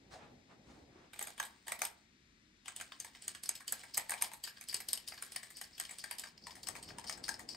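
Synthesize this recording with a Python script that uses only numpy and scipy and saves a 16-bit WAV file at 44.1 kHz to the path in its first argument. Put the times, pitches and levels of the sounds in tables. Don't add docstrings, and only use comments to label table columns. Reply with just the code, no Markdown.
import sys
import numpy as np
from scipy import signal
from scipy.fft import rfft, irfft, next_fast_len
from scipy.io import wavfile
from scipy.ndimage import map_coordinates

SR = 44100
rng = np.random.default_rng(int(sys.argv[2]) if len(sys.argv) > 2 else 0)


def int16_out(signal):
    q = np.round(np.clip(np.atleast_2d(signal).T, -1, 1) * 32767)
    wavfile.write(sys.argv[1], SR, q.astype(np.int16))


N = 333396


def amp(db):
    return 10 ** (np.asarray(db) / 20)


def unit(x):
    return x / np.sqrt(np.mean(x ** 2) + 1e-20)


def along(points, hz):
    f, values = np.transpose(points)
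    return np.interp(np.log(hz + 1), np.log(f + 1), values)


def curves(rows):
    times, *columns = np.transpose(rows)
    return np.array([np.interp(np.arange(N) / SR, times, column) for column in columns])


def spans(tables):
    t = np.arange(N) / SR
    total = 0
    for rows in tables:
        to_nearest_end = np.minimum(t - rows[0][0], rows[-1][0] - t)
        inside = np.clip(to_nearest_end / .02 + .5, 0, 1)
        total = total + amp(curves(rows)) * inside
    return total


def wobble(rate):
    knots = rng.standard_normal(int(N * rate / SR) + 4)
    return map_coordinates(knots, [np.arange(N) * rate / SR])


def filtered(x, response):
    m = next_fast_len(x.shape[-1] + 4096)
    return irfft(rfft(x, m) * response(np.fft.rfftfreq(m, 1 / SR)), m)[..., :x.shape[-1]]


def resonances(table, hz):
    centre, width, db = np.transpose(table)[:, :, None]
    signs = (-1) ** np.arange(len(table))[:, None]
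    return signs * amp(db) * 1j * hz * width / (centre * centre - hz * hz + 1j * hz * width)


# t/s, strength level/dB, cup over rim level/dB, sharpness (mesh over strength) level/dB
JOLTS = [(1.133, -43, 6, -2), (1.16, -51.5, 14, -4), (1.192, -40, 3, 12.5), (1.212, -34, 25, 2),
         (1.226, -44.5, -1, 17), (1.271, -38, 10, 6), (1.379, -44, -3, 0), (1.399, -26, 7, -1.5),
         (1.427, -35.5, 5, 4.5), (1.451, -46.5, 0, 10), (1.669, -42.5, 8, 1), (1.681, -32, 9, 2),
         (1.72, -27.5, 25, 3), (1.791, -45, -1, 8), (1.818, -22.5, 15, 4.5), (1.836, -38, 4, -5),
         (1.851, -32.5, -9, 11), (2.658, -42.5, -11, -6), (2.681, -35.5, 9, 4), (2.763, -43, -15, 14),
         (2.8, -39.5, 6, 2), (2.811, -36.5, 10, 4.5), (2.92, -36, -3, -23), (3.001, -42.5, -11, 16),
         (3.046, -40, 8, 3.5), (3.149, -42.5, 0, -14), (3.222, -48.5, -17, 10), (3.28, -36, -5, 14.5),
         (3.349, -41, -1, 1.5), (3.435, -38, -28, 9), (3.458, -39, -25, -1), (3.491, -30.5, -0.5, 15),
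         (3.553, -39, -10, 3.5), (3.606, -42.5, 28, -2), (3.679, -32, -35, 6.5), (3.723, -36, 7, 21),
         (3.73, -38, 2, 4), (3.793, -46.5, -7, 0), (3.835, -41, 17, -4.5), (3.944, -37.5, -17, 7.5),
         (3.973, -29.5, 8, 10), (3.977, -27.5, 3, 12.5), (3.996, -34.5, 14, -4), (4.095, -31.5, 11, 10.5),
         (4.106, -41.5, 12, 19), (4.119, -30, 18, 3), (4.138, -32.5, 30, 2), (4.179, -45, -13, -3),
         (4.213, -35.5, -2, 3), (4.222, -25, 5, 12.5), (4.244, -36, -4, 5), (4.316, -43.5, 21, -3),
         (4.335, -43.5, 27, 10), (4.438, -32.5, -31, 2), (4.448, -40, -17, -1), (4.475, -35, 1, -4),
         (4.571, -44.5, -8, -15), (4.611, -44, 16, 7.5), (4.686, -38.5, -35, 6), (4.695, -35.5, -33, -6),
         (4.727, -37, 1, 1), (4.743, -27.5, -19, 7.5), (4.765, -40, -16, 5), (4.803, -37, 3, 8),
         (4.886, -28, -34, 2.5), (4.931, -27, -21, 13.5), (4.974, -36, -21, 1), (5.076, -35.5, -37, -2),
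         (5.084, -41, -23, 11), (5.121, -37.5, 4, -13), (5.14, -47, 2, 1), (5.177, -40.5, -4, -12),
         (5.224, -37, 4, 10.5), (5.32, -40, -34, 3), (5.361, -30, 1.5, 3.5), (5.431, -40.5, 5, 3.5),
         (5.504, -49, 18, 9), (5.569, -44, -24, 6.5), (5.613, -37.5, 0, 7), (5.638, -44, -33, -3),
         (5.78, -41, -16, 0), (5.799, -32.5, -1, 10), (5.851, -38.5, -17, -5), (5.893, -41.5, 20, -1),
         (5.91, -42.5, 11, 10.5), (5.985, -41.5, -33, 6.5), (6.04, -33.5, 5, 1.5), (6.111, -31.5, 5, 3.5),
         (6.184, -35, -27, 1), (6.195, -41.5, -16, 12), (6.237, -35, 4, -4.5), (6.27, -43, -14, -9),
         (6.377, -44.5, -27, -33), (6.468, -35.5, 4, -3.5), (6.507, -40, -11, -11), (6.554, -48, 5, 3.5),
         (6.567, -50.5, 12, -4), (6.631, -40, -31, -1), (6.67, -34, -10, -0.5), (6.686, -33, 5, 8),
         (6.753, -38, 20, -5.5), (6.763, -41.5, 7, -4), (6.827, -41.5, -35, 3), (6.888, -40.5, -9, -12),
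         (6.904, -41.5, 7, -24), (6.984, -36.5, 6.5, 0), (7.041, -42.5, 0, -4), (7.074, -39, -22, 1),
         (7.096, -29.5, 0, 1), (7.124, -33.5, -24, -10), (7.175, -50.5, 17, 7), (7.239, -32.5, -41, -7),
         (7.281, -35.5, 4, 2), (7.29, -27, -1.5, 3), (7.341, -36.5, -16, -15), (7.394, -40, 14, 0.5),
         (7.489, -35, -31, -6.5), (7.5, -45, -28, -5), (7.546, -41.5, -3, -9)]
# f/Hz, width f/Hz, level/dB
CUP_MODES = [(743, 330, -6.5), (936, 113, -4.5), (1100, 260, -7.5), (1630, 107, 0), (1837, 206, -0.5),
             (2330, 440, -5)]
# f/Hz, width f/Hz, level/dB
RIM_MODES = [(3087, 315, -6.5), (3754, 156, -9.5), (4290, 136, -11.5), (4644, 110, -3.5), (5227, 290, -6)]
# f/Hz, width f/Hz, level/dB
MESH_MODES = [(6330, 160, -11.5), (7140, 440, -13.5), (7806, 80, -3.5), (8486, 220, -4), (9080, 190, -3.5),
              (9776, 140, -8), (10940, 150, -6.5), (11620, 103, -7), (12770, 1000, -16), (14600, 180, -24),
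              (14730, 290, -21.5)]
# t/s, cup's low ring in the skitter level/dB, lower rim modes level/dB, top mesh modes level/dB
TONE = [(1.1, 8, 22, 1), (1.8, 15, 3, 2), (2.7, 10, 10, -7), (3.5, -5, -4.5, -1.5), (4.3, 23, 0.5, 2.5),
        (4.5, -13, -5, 2), (5, 1.5, -7, 4.5), (5.8, -4, -2, -1.5), (6.5, 15, -7.5, -1.5),
        (7.5, 16.5, -11.5, -6)]
# f/Hz, level/dB per Hz
SUGAR = [(250, -8.5), (500, -6), (1400, -11), (1800, -3.5), (2700, -5), (4700, -1), (6000, -8.5),
         (8800, -3.5), (12000, -26), (13500, -26), (15600, -9.5), (16000, -30), (16600, -42)]
# f/Hz, share
STEER = [(300, 0), (1000, 0.94), (3000, 0.6), (6500, 1), (8500, 0.017)]
MEDIUM_DB = -35
SKITTER_DB, SKITTER_GROWS, SKITTER_SHARP, SKITTER_LEAN = -49, 0.65, 0.27, -0.02


def jolts():
    out, t = np.zeros((2, N + SR)), np.arange(6144) / SR
    hz = np.fft.rfftfreq(len(t), 1 / SR)
    ahead_s = .025
    after = np.maximum(t - ahead_s, 0)
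    sugar = amp(along(SUGAR, hz)) * [hz > 0, 0.67 * along(STEER, hz)]
    soft_cut = (1j * hz / (450 + 1j * hz)) ** 3
    parts = [(np.transpose(modes)[0], resonances(modes, hz) * soft_cut)
             for modes in (CUP_MODES, RIM_MODES, MESH_MODES)]
    tone_times, *tone_columns = np.transpose(TONE)
    for s, strength_db, lean_db, sharp_db in JOLTS:
        hollow_db, low_db, top_db = [np.interp(s, tone_times, column) for column in tone_columns]
        shares_db = -10 * np.log10(1 + amp([-2 * lean_db, 2 * lean_db]))
        part_db = [*(strength_db + shares_db), strength_db + sharp_db]
        skitter_db = SKITTER_DB + SKITTER_GROWS * (strength_db - MEDIUM_DB)
        skitter_db += SKITTER_SHARP * sharp_db + SKITTER_LEAN * lean_db

        graininess_db = 4.6 * np.repeat(rng.standard_normal(len(t) // 32), 32)
        grains = rng.standard_normal(len(t)) * amp(graininess_db)
        run_up = amp(-7.5 + 60 * (t - ahead_s) / 0.034)
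        die_away = amp(-60 * (t - ahead_s) / 0.16)
        skitter = rfft(grains * np.where(t < ahead_s, run_up, die_away))

        ring, tails = np.zeros((2, 2, len(t)))
        for (centre, rings), db, push_s in zip(parts, part_db, (.009, .018, .005)):
            push = rng.standard_normal(len(t)) * amp(-60 * after / push_s) * (1 - np.exp(-after / 0.0011)) ** 2
            hollow = amp(hollow_db * (centre < 1000))
            tone_db = low_db * (abs(centre - 3300) < 600) + top_db * (centre > 10500)
            gain = amp(tone_db + 3.23 * rng.standard_normal(len(centre)))
            beam = 0.36 * rng.standard_normal(len(centre)) * (centre < 8000)
            mid_side = np.array([gain, gain * beam])
            click = irfft(mid_side @ rings * rfft(push))
            tail = irfft(mid_side * hollow @ rings * skitter)
            ring += amp(db) * click / np.max(np.abs(click[0]))
            tails += amp(0.59 * db) * tail / np.std(tail[0])

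        scattered = irfft(skitter) * rng.choice([-1, 1], (2, len(t)))
        loose = irfft(sugar * rfft(scattered))
        tails = tails / np.std(tails[0]) + 0.51 * loose / np.std(loose[0])
        tails /= np.std(tails[0, SR // 40:SR // 20])
        start = round((s - ahead_s - .0006) * SR)
        out[:, start:start + len(t)] += ring + amp(skitter_db) * tails
    return out[:, :N]


# t/s, level/dB
SLIDE = [
    [(1.1, -88), (1.204, -61), (1.292, -64.5), (2.05, -77.5)],
    [(2.62, -90.5), (2.75, -67.5), (3.29, -62), (3.55, -86), (3.77, -60.5), (4.19, -64), (4.52, -68),
     (4.92, -65.5), (5.67, -64), (6.07, -62.5), (6.29, -81), (6.66, -63.5), (7.2, -77.5), (7.56, -73)],
]


def sliding():
    spurts = amp(2.5 * wobble(40) + 3 * wobble(300))

    def colour(hz):
        metal = np.abs(resonances(CUP_MODES + RIM_MODES + MESH_MODES, hz).sum(axis=0))
        body = amp(along(SUGAR, hz)) * (1 + 0.15 * metal)
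        return body * [hz > 0, .5 * along(STEER, hz)]

    mid, side = filtered(spurts * rng.standard_normal((2, N)), colour)
    return spans(SLIDE)[0] * np.array([mid, side]) / np.std(mid)


# t/s, length t/s, level/dB before the flutter
SWISHES = [(3.935, 0.036, -50), (4.673, 0.051, -50), (5.543, 0.057, -55.5), (5.727, 0.048, -58.5),
           (5.982, 0.048, -53.5), (6.418, 0.07, -59), (6.843, 0.083, -59), (7.065, 0.036, -47.5),
           (7.245, 0.068, -56), (7.486, 0.058, -50.5)]


def swishes():
    t = np.arange(N) / SR
    humps = np.zeros(N)
    for s, length, db in SWISHES:
        humps += amp(db) * np.sin(np.pi * np.clip((t - s) / length, 0, 1)) ** 0.56
    hiss = filtered(rng.standard_normal((2, N)), lambda hz: resonances(RIM_MODES[2:], hz).sum(axis=0))
    return humps * amp(3.9 * wobble(200)) * unit(hiss) * [[1], [.35]]


# t/s, left over right level/dB at a full share of the step
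PLACE = [(1.1, 1.5), (4.55, 1.5), (7.56, 6.5)]
# f/Hz, left leads by phase/rad
LEAD = [(20, 0), (1640, -.3), (3530, .7), (4740, -.3), (7750, .5), (8500, 0), (10200, -np.pi),
        (12000, -2 * np.pi), (13700, -3 * np.pi), (15400, -4 * np.pi), (17000, -5 * np.pi)]


def ports(mid, side):
    x, step_db = np.array([mid + side, mid - side]), 6
    turn = lambda hz: np.exp(np.outer([.5j, -.5j], along(LEAD, hz)))
    steered = lambda hz: turn(hz) * amp(np.outer([.5, -.5], step_db * along(STEER, hz)))
    centre = filtered(x, turn)
    left = filtered(x, steered)
    share = curves(PLACE)[0] / step_db
    return centre + share * (left - centre)


# f/Hz, correlation
ALIKE = [(60, 0.96), (290, 0.9), (640, 0.18), (3000, 0.35), (8000, 1)]
# f/Hz, 60 dB decay t/s
KITCHEN = [(500, 0.46), (3000, 0.25), (12000, 0.033)]


def walls(x):
    hz, t, (mid, side) = signal.stft(rng.standard_normal((2, SR // 3)), SR, nperseg=256)
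    turn = np.arccos(np.clip(along(ALIKE, hz), -1, 1))[:, None] / 2
    mid, side = mid * np.cos(turn), side * np.sin(turn)
    decay = amp(-60 * t / along(KITCHEN, hz)[:, None])
    tail = signal.istft(np.array([mid + side, mid - side]) * decay, SR, nperseg=256)[1]
    delayed = np.pad(x, ((0, 0), (150, 0)))
    return signal.fftconvolve(delayed, tail / np.linalg.norm(tail[0]), axes=1)[:, :N]


def rush(spectrum, alike):
    turn = lambda hz: np.arccos(np.clip(along(alike, hz), -1, 1)) / 2
    colour = lambda hz: amp(along(spectrum, hz)) * [np.cos(turn(hz)), np.sin(turn(hz))]
    mid, side = filtered(rng.standard_normal((2, N)), colour)
    return unit(np.array([mid + side, mid - side]))


# t/s, length t/s, body level/dB, hiss level/dB, at the crest before the folds
SCUFFS = [(0.1, 0.11, -54, -58), (0.162, .18, -57, -88), (0.468, 0.12, -63.5, -87),
          (0.618, 0.26, -64.5, -71), (0.883, 0.28, -62.5, -85), (6.647, 1, -64, -87)]
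# f/Hz, level/dB per Hz
SCUFF_BODY = [(300, -18), (640, -1), (1100, -0.5), (2200, -7.5), (4000, -15.5), (9000, -29.5), (16000, -90)]
# f/Hz, level/dB per Hz
SCUFF_HISS = [(2000, -20), (4000, 8), (9000, -2), (12000, -21), (16000, -15)]
SCUFF_RISE = 0.36


def scuffs():
    t = np.arange(N) / SR
    body, hiss = np.zeros((2, N))
    for s, length, body_db, hiss_db in SCUFFS:
        swell = np.interp(t, [s, s + SCUFF_RISE * length, s + length], [0, 1, 0])
        body += amp(body_db) * swell
        hiss += amp(hiss_db) * swell
    return body * rush(SCUFF_BODY, ALIKE) + hiss * rush(SCUFF_HISS, ALIKE)


# t/s, level/dB before the folds
RUSTLE = [
    [(0, -67.5), (0.14, -60.5), (0.31, -57), (0.45, -68), (0.6, -62), (0.78, -60.5), (1.05, -65.5),
     (1.3, -69)],
    [(6.3, -79), (6.45, -63.5), (7.0, -58), (7.56, -59.5)],
]
# f/Hz, level/dB per Hz
RUSTLE_LOW = [(30, -30), (55, -1), (100, -3.5), (220, -0.5), (400, -5.5), (800, -9.5), (2000, -50)]


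def rustling():
    folds = amp(2 * wobble(30))
    return folds * (spans(RUSTLE) * rush(RUSTLE_LOW, ALIKE) + scuffs())


# t/s, peak level/dB, f/Hz
KNOCKS = [(0.135, -45.5, 610), (0.95, -51.5, 345)]


def knocks():
    out, t = np.zeros(N), np.arange(SR // 6) / SR
    for s, db, hz in KNOCKS:
        burst = rng.standard_normal(len(t)) * amp(-60 * t / 0.41) * (1 - np.exp(-t / 0.001))
        bump = filtered(burst, lambda f: resonances([(hz, 0.41 * hz, 0)], f)[0] ** 2)
        out[round(s * SR):][:len(t)] += amp(db) * bump / np.max(np.abs(bump))
    return out


# f/Hz, level/dB per Hz
HUM = [(33, -54), (42, -0.5), (55, -14.5), (65, -2), (87, -8.5), (172, -7), (226, -4.5), (320, -8.5),
       (500, -21), (830, -25), (2000, -16.5), (3200, -21.5), (3600, -18.5), (5500, -22), (8500, -32),
       (12500, -42), (14000, -58)]
# f/Hz, left over right level/dB
HUM_SIDE = [(830, 0.5), (2000, 11.5), (3500, 7), (5000, 6), (6500, 9), (8500, 1)]
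HUM_DB = -67
HUM_LAG_S = .000245


def hum():
    def slant(hz):
        tilt = amp(np.outer([.5, -.5], along(HUM_SIDE, hz)))
        return tilt * np.exp(np.outer([-1j, 1j], np.pi * hz * HUM_LAG_S))

    return amp(HUM_DB) * filtered(rush(HUM, ALIKE), slant)


def scene():
    sifter = ports(*(jolts() + sliding() + swishes()))
    return sifter + amp(-11.5) * walls(sifter) + rustling() + knocks() + hum()


def record(dry):
    return filtered(dry, lambda hz: amp(along([(15600, -2), (16000, -18)], hz)) * (hz < 16600))


dry = scene()
out = record(dry)
int16_out(out)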